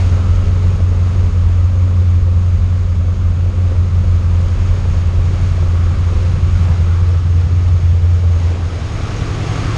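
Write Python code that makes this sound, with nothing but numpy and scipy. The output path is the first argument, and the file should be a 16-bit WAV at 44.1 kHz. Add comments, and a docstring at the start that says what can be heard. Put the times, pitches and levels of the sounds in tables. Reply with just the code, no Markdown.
"""Cold V8 at fast idle

A cold V8 runs at about 1320 rpm in a garage, heard first from the driver's seat, where the firing rate booms.
In spells one cylinder misses on every other cycle: the boom, a sine at the firing rate, lopes and the body thumps.
Random pulses, one per firing, rumble under sine exhaust orders; shaped noise makes the block, fan and carburettor.
The microphone works its way out past the open door; near the end the boom falls away and the fan grows."""
import sys
import numpy as np
from scipy import signal
from scipy.fft import rfft, irfft, next_fast_len
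from scipy.io import wavfile
from scipy.ndimage import uniform_filter1d, minimum_filter1d

SR = 44100
rng = np.random.default_rng(int(sys.argv[2]) if len(sys.argv) > 2 else 0)


def file_out(sig):
    """Save sig as 16-bit WAV at sys.argv[1]."""
    # one column per channel
    cols = np.atleast_2d(sig).T
    # limit, then scale
    lim = np.clip(cols, -1, 1)
    pcm = np.round(lim * 32767).astype(np.int16)
    wavfile.write(sys.argv[1], SR, pcm)


N = 430857

# Levels below are taken before the trims in the functions; responses are relative, as their output is set to rms 1.
# Engine speed, hunting up and down and sinking a little: start_s, firing_rate_hz
SPEED_CURVE = [(0.0, 88.6), (0.4, 90.2), (0.7, 90.4), (1.0, 89.1), (1.2, 91.0), (1.45, 87.3), (1.8, 90.8),
               (2.1, 88.6), (2.35, 88.3), (2.8, 90.3), (3.0, 87.3), (3.15, 89.8), (3.35, 87.5), (3.6, 90.2),
               (3.8, 88.2), (4.1, 88.2), (4.33, 86.3), (4.55, 89.0), (4.8, 89.4), (4.95, 86.6), (5.2, 87.2),
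               (5.45, 90.0), (5.72, 85.4), (6.25, 88.6), (6.55, 88.5), (6.85, 85.7), (7.05, 88.2),
               (7.25, 86.8), (7.6, 88.8), (7.9, 86.6), (8.2, 87.4), (8.35, 85.7), (8.6, 86.7), (9.0, 85.7),
               (9.6, 87.4), (9.77, 87.0)]
# Way out of the car (0 seat, 1/3 door sill, 2/3 behind the open door, 1 engine bay): start_s, way_out_0_to_1
MIC_PATH = [(0, 0), (3, 0), (5, 0.2), (6.5, 0.33), (7.2, 0.8), (8.2, 0.69), (8.7, 0.84), (9.3, 0.95)]
# Strength of each cylinder's pulse, in firing order: level_db
CYLINDER_LEVELS = [-7, -5, -5, -7, -8.5, -6, -3.5, -7]
FIRST_CYLINDER = 6  # place in the firing order at the start

# Brief swells in the midrange rush: peak_s, length_s, centre_hz, width_hz, level_db
RUSH_SWELLS = [(0.3, 0.89, 1307, 160, -43.5), (0.7, 1.5, 412, 25, -44), (5.92, 0.25, 1250, 300, -41),
               (6.135, 0.07, 380, 150, -35), (6.25, 0.37, 515, 45, -38), (6.563, 0.074, 1420, 200, -41.5),
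               (6.704, 0.13, 650, 800, -34), (6.915, 0.12, 1380, 300, -39.5), (8.52, 0.15, 450, 400, -41),
               (9.686, 0.11, 1260, 350, -33)]
# Rush from the engine bay; the hiss follows the fan: start_s, fan_db, air_cleaner_db
BAY_LEVELS = [(0, -34, -49), (0.25, -38.5, -43), (1.1, -39, -43.5), (1.45, -41, -43.5), (3, -42, -45.5),
              (4.1, -40, -44.5), (4.7, -38.5, -42.5), (6.8, -37.5, -40.5), (7.2, -40.5, -41.5),
              (8.2, -40, -46.5), (9.1, -34, -38), (9.77, -31, -33.5)]
# Tone of fan and belts: pitch_hz, cabin_db, outside_db
FAN_RESPONSE = [(200, -3.5, -5), (716, 1.5, 3.5), (950, 5.5, 0), (1500, 1.5, 2), (1890, -1.5, 0),
                (2240, 0, 1), (3080, -4, -3), (4420, -7.5, -6.7), (5600, -9.5, -7), (6050, -12, -11),
                (6870, -11.5, -12.5), (7900, -18, -18), (8870, -20, -20), (12200, -37.5, -38.5)]
# Narrow air cleaner resonances: pitch_hz, width_hz (of one filter pass), level_db
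CLEANER_RESONANCES = [(1148, 168, 7), (1250, 200, 6.5)]
CARBURETTOR_HZ, CARBURETTOR_WIDTH_HZ = 6520, 440
HUNT_RUSH_DB_PER_HZ = 0.1  # the bay gets louder and softer as the idle hunts
# Thud of the block: start_s, level_db
BLOCK_LEVEL = [(0, -32), (1.5, -36), (2.8, -37.5), (5.3, -33.5), (6.7, -35.5), (7.3, -36), (8.2, -35),
               (8.5, -31.5), (9.77, -28.5)]
# Ring of block and bonnet: pitch_hz, seat_db, sill_db, behind_door_db, bay_db
BLOCK_RESPONSE = [(150, -7, -6, -11, -17), (218, -1, -1, 3.5, 0.5), (267, 4, 3.5, 0, 8),
                  (310, -4.5, -1.5, -6, 4.5), (352, 2, 3.5, 1, 3), (398, -1, 1, -4, 1),
                  (460, -2, -3.5, 4, 0.5), (533, 2.5, 1, -2.5, -5), (606, -3, -5.5, -2, -7),
                  (700, -6, -6.5, -7.5, -2), (855, -13, -11.5, -8, -10), (1490, -18, -15.5, -18.5, -22),
                  (5000, -54, -56.5, -56, -62)]

# Half-rate drone, where the two banks alternate: start_s, level_db
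DRONE_LEVEL = [(0, -34), (0.55, -20), (0.9, -28), (1.45, -21), (2.0, -29.5), (2.65, -20), (2.8, -31),
               (3.3, -24.5), (4.4, -21), (4.55, -28), (4.75, -26), (5.2, -34), (6.6, -29.5), (7.2, -39),
               (9.77, -40.5)]
# Misses of a cold cylinder, often on every other cycle: dip_s, boom_lost_0_to_1, thump_db
MISS_EVENTS = [(0.09, 0.1, -11), (0.225, .45, -26), (0.445, 0.67, -6), (0.585, 0.4, -24), (0.77, 0.77, -20),
               (0.951, 0.3, -24), (1.115, 0.66, -24), (1.309, 0.73, -16), (1.736, .4, -24),
               (1.916, 0.27, -25), (2.227, 0.2, -10), (2.588, 0.3, -12), (2.856, 0.35, -14),
               (3.17, .75, -25), (3.359, 0.53, -16), (3.532, 0.8, -29), (3.718, 0.57, -13),
               (3.899, 0.63, -22), (4.04, 0.47, -15), (4.215, 0.52, -15), (4.466, 0.4, -26),
               (4.571, 0.74, -13), (4.819, 0.6, -22), (4.925, 0.3, -11), (5.11, 0.4, -21),
               (5.37, 0.65, -22), (5.54, 0.4, -22), (5.691, 0.1, -13), (5.959, 0.76, -14),
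               (6.174, 0.75, -17), (6.369, 0.8, -16), (6.748, 0.16, -19), (6.847, 0, -26), (7.033, 0, -25),
               (7.217, 0.33, -26), (7.47, .65, -26), (7.641, 0.33, -24), (7.805, 0.57, -26),
               (8.008, 0.47, -29), (8.196, 0.58, -26), (8.396, 0.34, -26), (8.56, 0.5, -30)]
SAG_S = 0.028  # half the length of the dip that a miss leaves in the boom
# The body rocks just before the boom is weakest
THUMP_HZ, THUMP_RISE_S, THUMP_LEAD_S = 40.7, 0.011, 0.014
MISS_SCATTER = 0.063  # typical share of the boom by which a cycle differs

# Shudder of the car body: start_s, level_db
SHUDDER_LEVEL = [(0, -15), (1.3, -16.5), (2, -26), (3.0, -20), (3.9, -21), (4.7, -12), (5.3, -14.5),
                 (6.5, -13.5), (7.2, -21.5), (8.6, -23.5), (9.2, -17), (9.77, -17.5)]
# Car body, an even rumble in the open garage: pitch_hz, cabin_db, outside_db
BODY_RESPONSE = [(10, -19.5, -15), (19, -3, 3), (30, 2, 5.5), (43, 7.5, 2.5), (56, 1, 7), (75, -20, 1.5),
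                 (200, -76.5, -46), (1000, -120, -110)]
# Cabin air driven by uneven firings: pitch_hz, level_db
CABIN_RESPONSE = [(45, -27.5), (58, -10), (66, 3), (74, 9.5), (84, 5.5), (92, -10), (100, -10), (125, -22),
                  (300, -75)]
CABIN_DB = -13.6  # below the smoothed boom level
# Throb of the exhaust pipes: start_s, level_db
THROB_LEVEL = [(0, -26.5), (1.5, -28.5), (2.8, -29.5), (5.3, -26.5), (6.1, -27), (6.7, -23.5), (8.7, -29.5),
               (9.77, -26)]
# Exhaust pipes: pitch_hz, seat_db, sill_db, behind_door_db, bay_db
PIPE_RESPONSE = [(70, -32, -33.5, -29, -29), (103, -2.5, -3, -4, -4), (119, 1, -0.5, 3.5, 3),
                 (152, 4, 5.5, 6, 3), (176, -3, 0, 3.5, -0.5), (209.6, -0.5, -1, -5, 0),
                 (220, -21, -18.5, -15, -16), (398, -31, -32.5, -31, -40), (1000, -65, -64, -66.5, -67)]
# Exhaust lines, relative to the throb: multiple_of_cycle (eight firings), seat_db, sill_db, behind_door_db, bay_db
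EXHAUST_ORDERS = [(2, -11.5, -10.5, -17, -14), (3, -8, -5.5, -9, -2.5), (6, 6.5, 2.5, 4.5, -5.5),
                  (7, 5, 2, 0.5, -2), (9, -16, -12, -6.5, 2), (10, 1, 5, 0, 12), (13, -2, 0.5, -2.5, -3),
                  (14, -11, -5.5, -7, 5.5), (16, -3.5, -8.5, -10, -18), (18, -1.5, -8.5, -16, -15),
                  (21, -17.5, -20.5, -20, -21), (24, -9.5, -13, -23.5, -11), (26, -22, -18, -27, -6.5),
                  (29, -24, -23, -21, -8), (33, -20.5, -14.5, -19, -18), (37, -14, -17, -26, -16),
                  (45, -22, -22, -21.5, -16), (47, -20, -22, -26.5, -20)]
# Boom of the firing rate: start_s, level_db
BOOM_LEVEL = [(0.0, -11), (1.6, -10.5), (2.15, -10), (2.9, -13), (4.1, -10), (4.8, -13), (5.5, -12),
              (6.1, -12), (6.9, -11.5), (8.2, -8.5), (8.55, -13), (8.85, -25), (9.5, -27), (9.77, -27)]

LOW_CUT_HZ, TOP_HZ = 6, 12000  # range of the microphone


def undb(db):
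    """Decibels to gain."""
    return 10 ** (np.asarray(db) / 20)


def unit(x):
    """Scale to rms 1."""
    return x / np.sqrt(np.mean(x ** 2))


def curves(table):
    """Each column of a time table, sample by sample."""
    s, *columns = np.transpose(table)
    return [np.interp(np.arange(N) / SR, s, column) for column in columns]


def walk(rate_hz):
    """Random levels, each held for 1 / rate_hz seconds and slewed twice; rms 1."""
    hold = int(SR / rate_hz)
    held = np.repeat(rng.standard_normal(N // hold + 1), hold)
    slewed = uniform_filter1d(uniform_filter1d(held, hold), hold)
    return unit(slewed[:N])


def colour(x, points):
    """Shape the spectrum of x by a response of (Hz, dB) points; rms 1."""
    hz, db = np.transpose(points)
    size = next_fast_len(N + SR)
    f = np.maximum(np.fft.rfftfreq(size, 1 / SR), 1)
    gain = undb(np.interp(np.log(f), np.log(hz), db))
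    return unit(irfft(rfft(x, size) * gain, size)[:N])


def heard(x, table, outside):
    """Crossfade from one place's response to the next as the microphone leaves the car."""
    table = np.array(table)
    shares = np.eye(table.shape[1] - 1)
    places = np.linspace(0, 1, len(shares))
    out = np.zeros(N)
    for k, share in enumerate(shares):
        out += np.interp(outside, places, share) * colour(x, table[:, [0, k + 1]])
    return out


def resonance(x, hz, width_hz):
    """A band-pass resonance applied twice, for steep skirts; rms 1."""
    b, a = signal.iirpeak(hz, hz / width_hz, fs=SR)
    return unit(signal.lfilter(b, a, signal.lfilter(b, a, x)))


def scatter(count=1024):
    """One random value for each firing or cycle."""
    return rng.standard_normal(count)


def uneven_pulses(firings):
    """Each firing's random departure from the average, as a single-sample pulse."""
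    at = np.flatnonzero(np.diff(np.floor(firings)))
    out = np.zeros(N)
    out[at] = scatter()[:len(at)]
    return out


def puffs(firings, decay, steady, scatter_db):
    """Noise that surges at each firing and decays over a share of the period, on a steady part."""
    index = firings.astype(int)
    cylinder_db = np.array(CYLINDER_LEVELS)[index % len(CYLINDER_LEVELS)]
    size = undb(cylinder_db + scatter_db * scatter()[index])
    surge = size * np.exp(-(firings % 1) / decay)
    return rng.standard_normal(N) * (steady + surge)


def swells():
    """Bands of noise rise and sink briefly in the midrange of the rush."""
    t = np.arange(N) / SR
    out = np.zeros(N)
    for s, length, hz, width, db in RUSH_SWELLS:
        envelope = np.exp(-(2 * (t - s) / length) ** 2)
        out += resonance(rng.standard_normal(N), hz, width) * undb(db) * envelope
    return out


def fan(firings, outside):
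    """Fan and belts push out a broad rush of air that pulses only slightly with the firings."""
    return heard(puffs(firings, decay=1.2, steady=3.2, scatter_db=3.5), FAN_RESPONSE, outside)


def carburettor(firings, flutter_db):
    """Air squeezes past the nearly shut throttle plates in a narrow hiss."""
    suction = puffs(firings, decay=0.82, steady=0.9, scatter_db=5.0) * undb(flutter_db * walk(11))
    return resonance(suction, CARBURETTOR_HZ, CARBURETTOR_WIDTH_HZ)


def air_cleaner(firings, flutter_db):
    """Each intake stroke rings the fluttering resonances of the air cleaner."""
    intake = puffs(firings, decay=0.9, steady=1.6, scatter_db=2.5)
    out = np.zeros(N)
    for hz, width, db in CLEANER_RESONANCES:
        out += undb(db + flutter_db * walk(11)) * resonance(intake, hz, width)
    return unit(out)


def block(firings, outside):
    """Each firing thuds through the block and bonnet."""
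    return heard(puffs(firings, decay=1.0, steady=0.78, scatter_db=5.0), BLOCK_RESPONSE, outside)


def engine_bay(firings, outside, block_db=-0.5, fan_db=1.03, cleaner_db=-1.0, hiss_db=-16,
               flutter_db=1.1, draught_db=0.52):
    """Fan rush and carburettor hiss waver as one draught beside the air cleaner and the block."""
    fan_level, cleaner_level = curves(BAY_LEVELS)
    block_level, = curves(BLOCK_LEVEL)
    air = undb(fan_db) * fan(firings, outside) + undb(hiss_db) * carburettor(firings, flutter_db)
    air *= undb(fan_level + draught_db * walk(9))
    cleaner = undb(cleaner_level + cleaner_db) * air_cleaner(firings, flutter_db)
    thud = undb(block_level + block_db) * block(firings, outside)
    return air + cleaner + thud


def drone(firings, lumpy_db=2.5):
    """The two banks alternate in a half-rate sine that comes in uneven lumps."""
    level, = curves(DRONE_LEVEL)
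    return np.sqrt(2) * np.sin(np.pi * firings) * undb(level + lumpy_db * walk(14))


def thumps():
    """Each miss rocks the engine on its mounts, and the body answers with a short low thump."""
    age = np.arange(SR // 2) / SR
    envelope = age / THUMP_RISE_S * np.exp(1 - age / THUMP_RISE_S)
    ring = envelope * np.sin(2 * np.pi * THUMP_HZ * age)
    kicks = np.zeros(N)
    for s, _, db in MISS_EVENTS:
        kicks[int((s - THUMP_LEAD_S) * SR)] = undb(db)
    return signal.fftconvolve(kicks, ring)[:N]


def lope(firings):
    """Gain of the boom: it sags and recovers at each miss, and varies a little in every cycle."""
    t = np.arange(N) / SR
    cycle = firings / len(CYLINDER_LEVELS)
    gain = 1 - MISS_SCATTER * scatter()[cycle.astype(int)] * np.sin(np.pi * cycle) ** 2
    for s, share, _ in MISS_EVENTS:
        near = np.abs(t - s) < 0.5
        gain[near] *= 1 - share * np.exp(-((t[near] - s) / SAG_S) ** 2)
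    return gain


def exhaust_lines(firings, outside, fade_db=0.66, sway_rad=0.011, waver=0.2):
    """The banks fire unevenly, so wavering sines stand at multiples of the cycle and change with place."""
    cycle = firings / len(CYLINDER_LEVELS)
    out = np.zeros(N)
    for multiple, *places_db in EXHAUST_ORDERS:
        drift, flutter, fade = walk(14), walk(12), walk(2)
        # the same small phase sway blurs each line
        phase = 2 * np.pi * multiple * cycle + sway_rad * drift
        place_db = np.interp(outside, np.linspace(0, 1, len(places_db)), places_db)
        gain = undb(place_db + fade_db * fade) * (1 + waver * flutter)
        # pipes and walls delay each line differently
        out += gain * np.sin(phase + rng.uniform(0, 2 * np.pi))
    return np.sqrt(2) * out


def exhaust(firings, outside, boom_db=0, lines_db=-5, shudder_db=-6, pipes_db=-4.0):
    """A loping boom and its side lines, over the rumble of firings that differ in strength."""
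    boom_level, = curves(BOOM_LEVEL)
    shudder_level, = curves(SHUDDER_LEVEL)
    throb_level, = curves(THROB_LEVEL)
    boom = np.sqrt(2) * np.sin(2 * np.pi * firings) * lope(firings) * undb(boom_level + boom_db)
    lines = exhaust_lines(firings, outside) * undb(throb_level + lines_db)
    # uneven firings shake the body, the cabin air and the pipes; the cube keeps the cabin tone longer
    shudder = heard(uneven_pulses(firings), BODY_RESPONSE, outside ** 3)
    shudder *= undb(shudder_level + shudder_db)
    cabin = colour(uneven_pulses(firings), CABIN_RESPONSE)
    cabin *= undb(uniform_filter1d(boom_level, SR) + CABIN_DB)
    pipes = heard(uneven_pulses(firings), PIPE_RESPONSE, outside) * undb(throb_level + pipes_db)
    return boom + lines + shudder + cabin + pipes


def scene():
    """One engine speed drives the bay, the drone and the exhaust; thumps and swells come at set times."""
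    firing_hz, = curves(SPEED_CURVE)
    hunt_hz = firing_hz - uniform_filter1d(firing_hz, SR)
    outside = np.clip(curves(MIC_PATH)[0], 0, 1)
    firings = FIRST_CYLINDER + np.cumsum(firing_hz) / SR  # running count of firings
    bay = engine_bay(firings, outside) * undb(HUNT_RUSH_DB_PER_HZ * hunt_hz)
    mix = swells() + bay + drone(firings) + thumps() + exhaust(firings, outside)
    return mix[None]


def record(dry):
    """A limiter holds down the strongest peaks; the microphone loses the deepest lows and the top."""
    ceiling, hold = 0.75, SR // 40  # full scale 1; samples
    gain = np.minimum(1, ceiling / (np.abs(dry) + 1e-9))
    gain = uniform_filter1d(minimum_filter1d(gain, hold), hold)
    low_cut = signal.butter(1, LOW_CUT_HZ, "high", fs=SR, output="sos")
    top_cut = signal.ellip(8, 0.2, 70, TOP_HZ, fs=SR, output="sos")
    return signal.sosfilt(top_cut, signal.sosfilt(low_cut, gain * dry))


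dry = scene()
out = record(dry)
file_out(out)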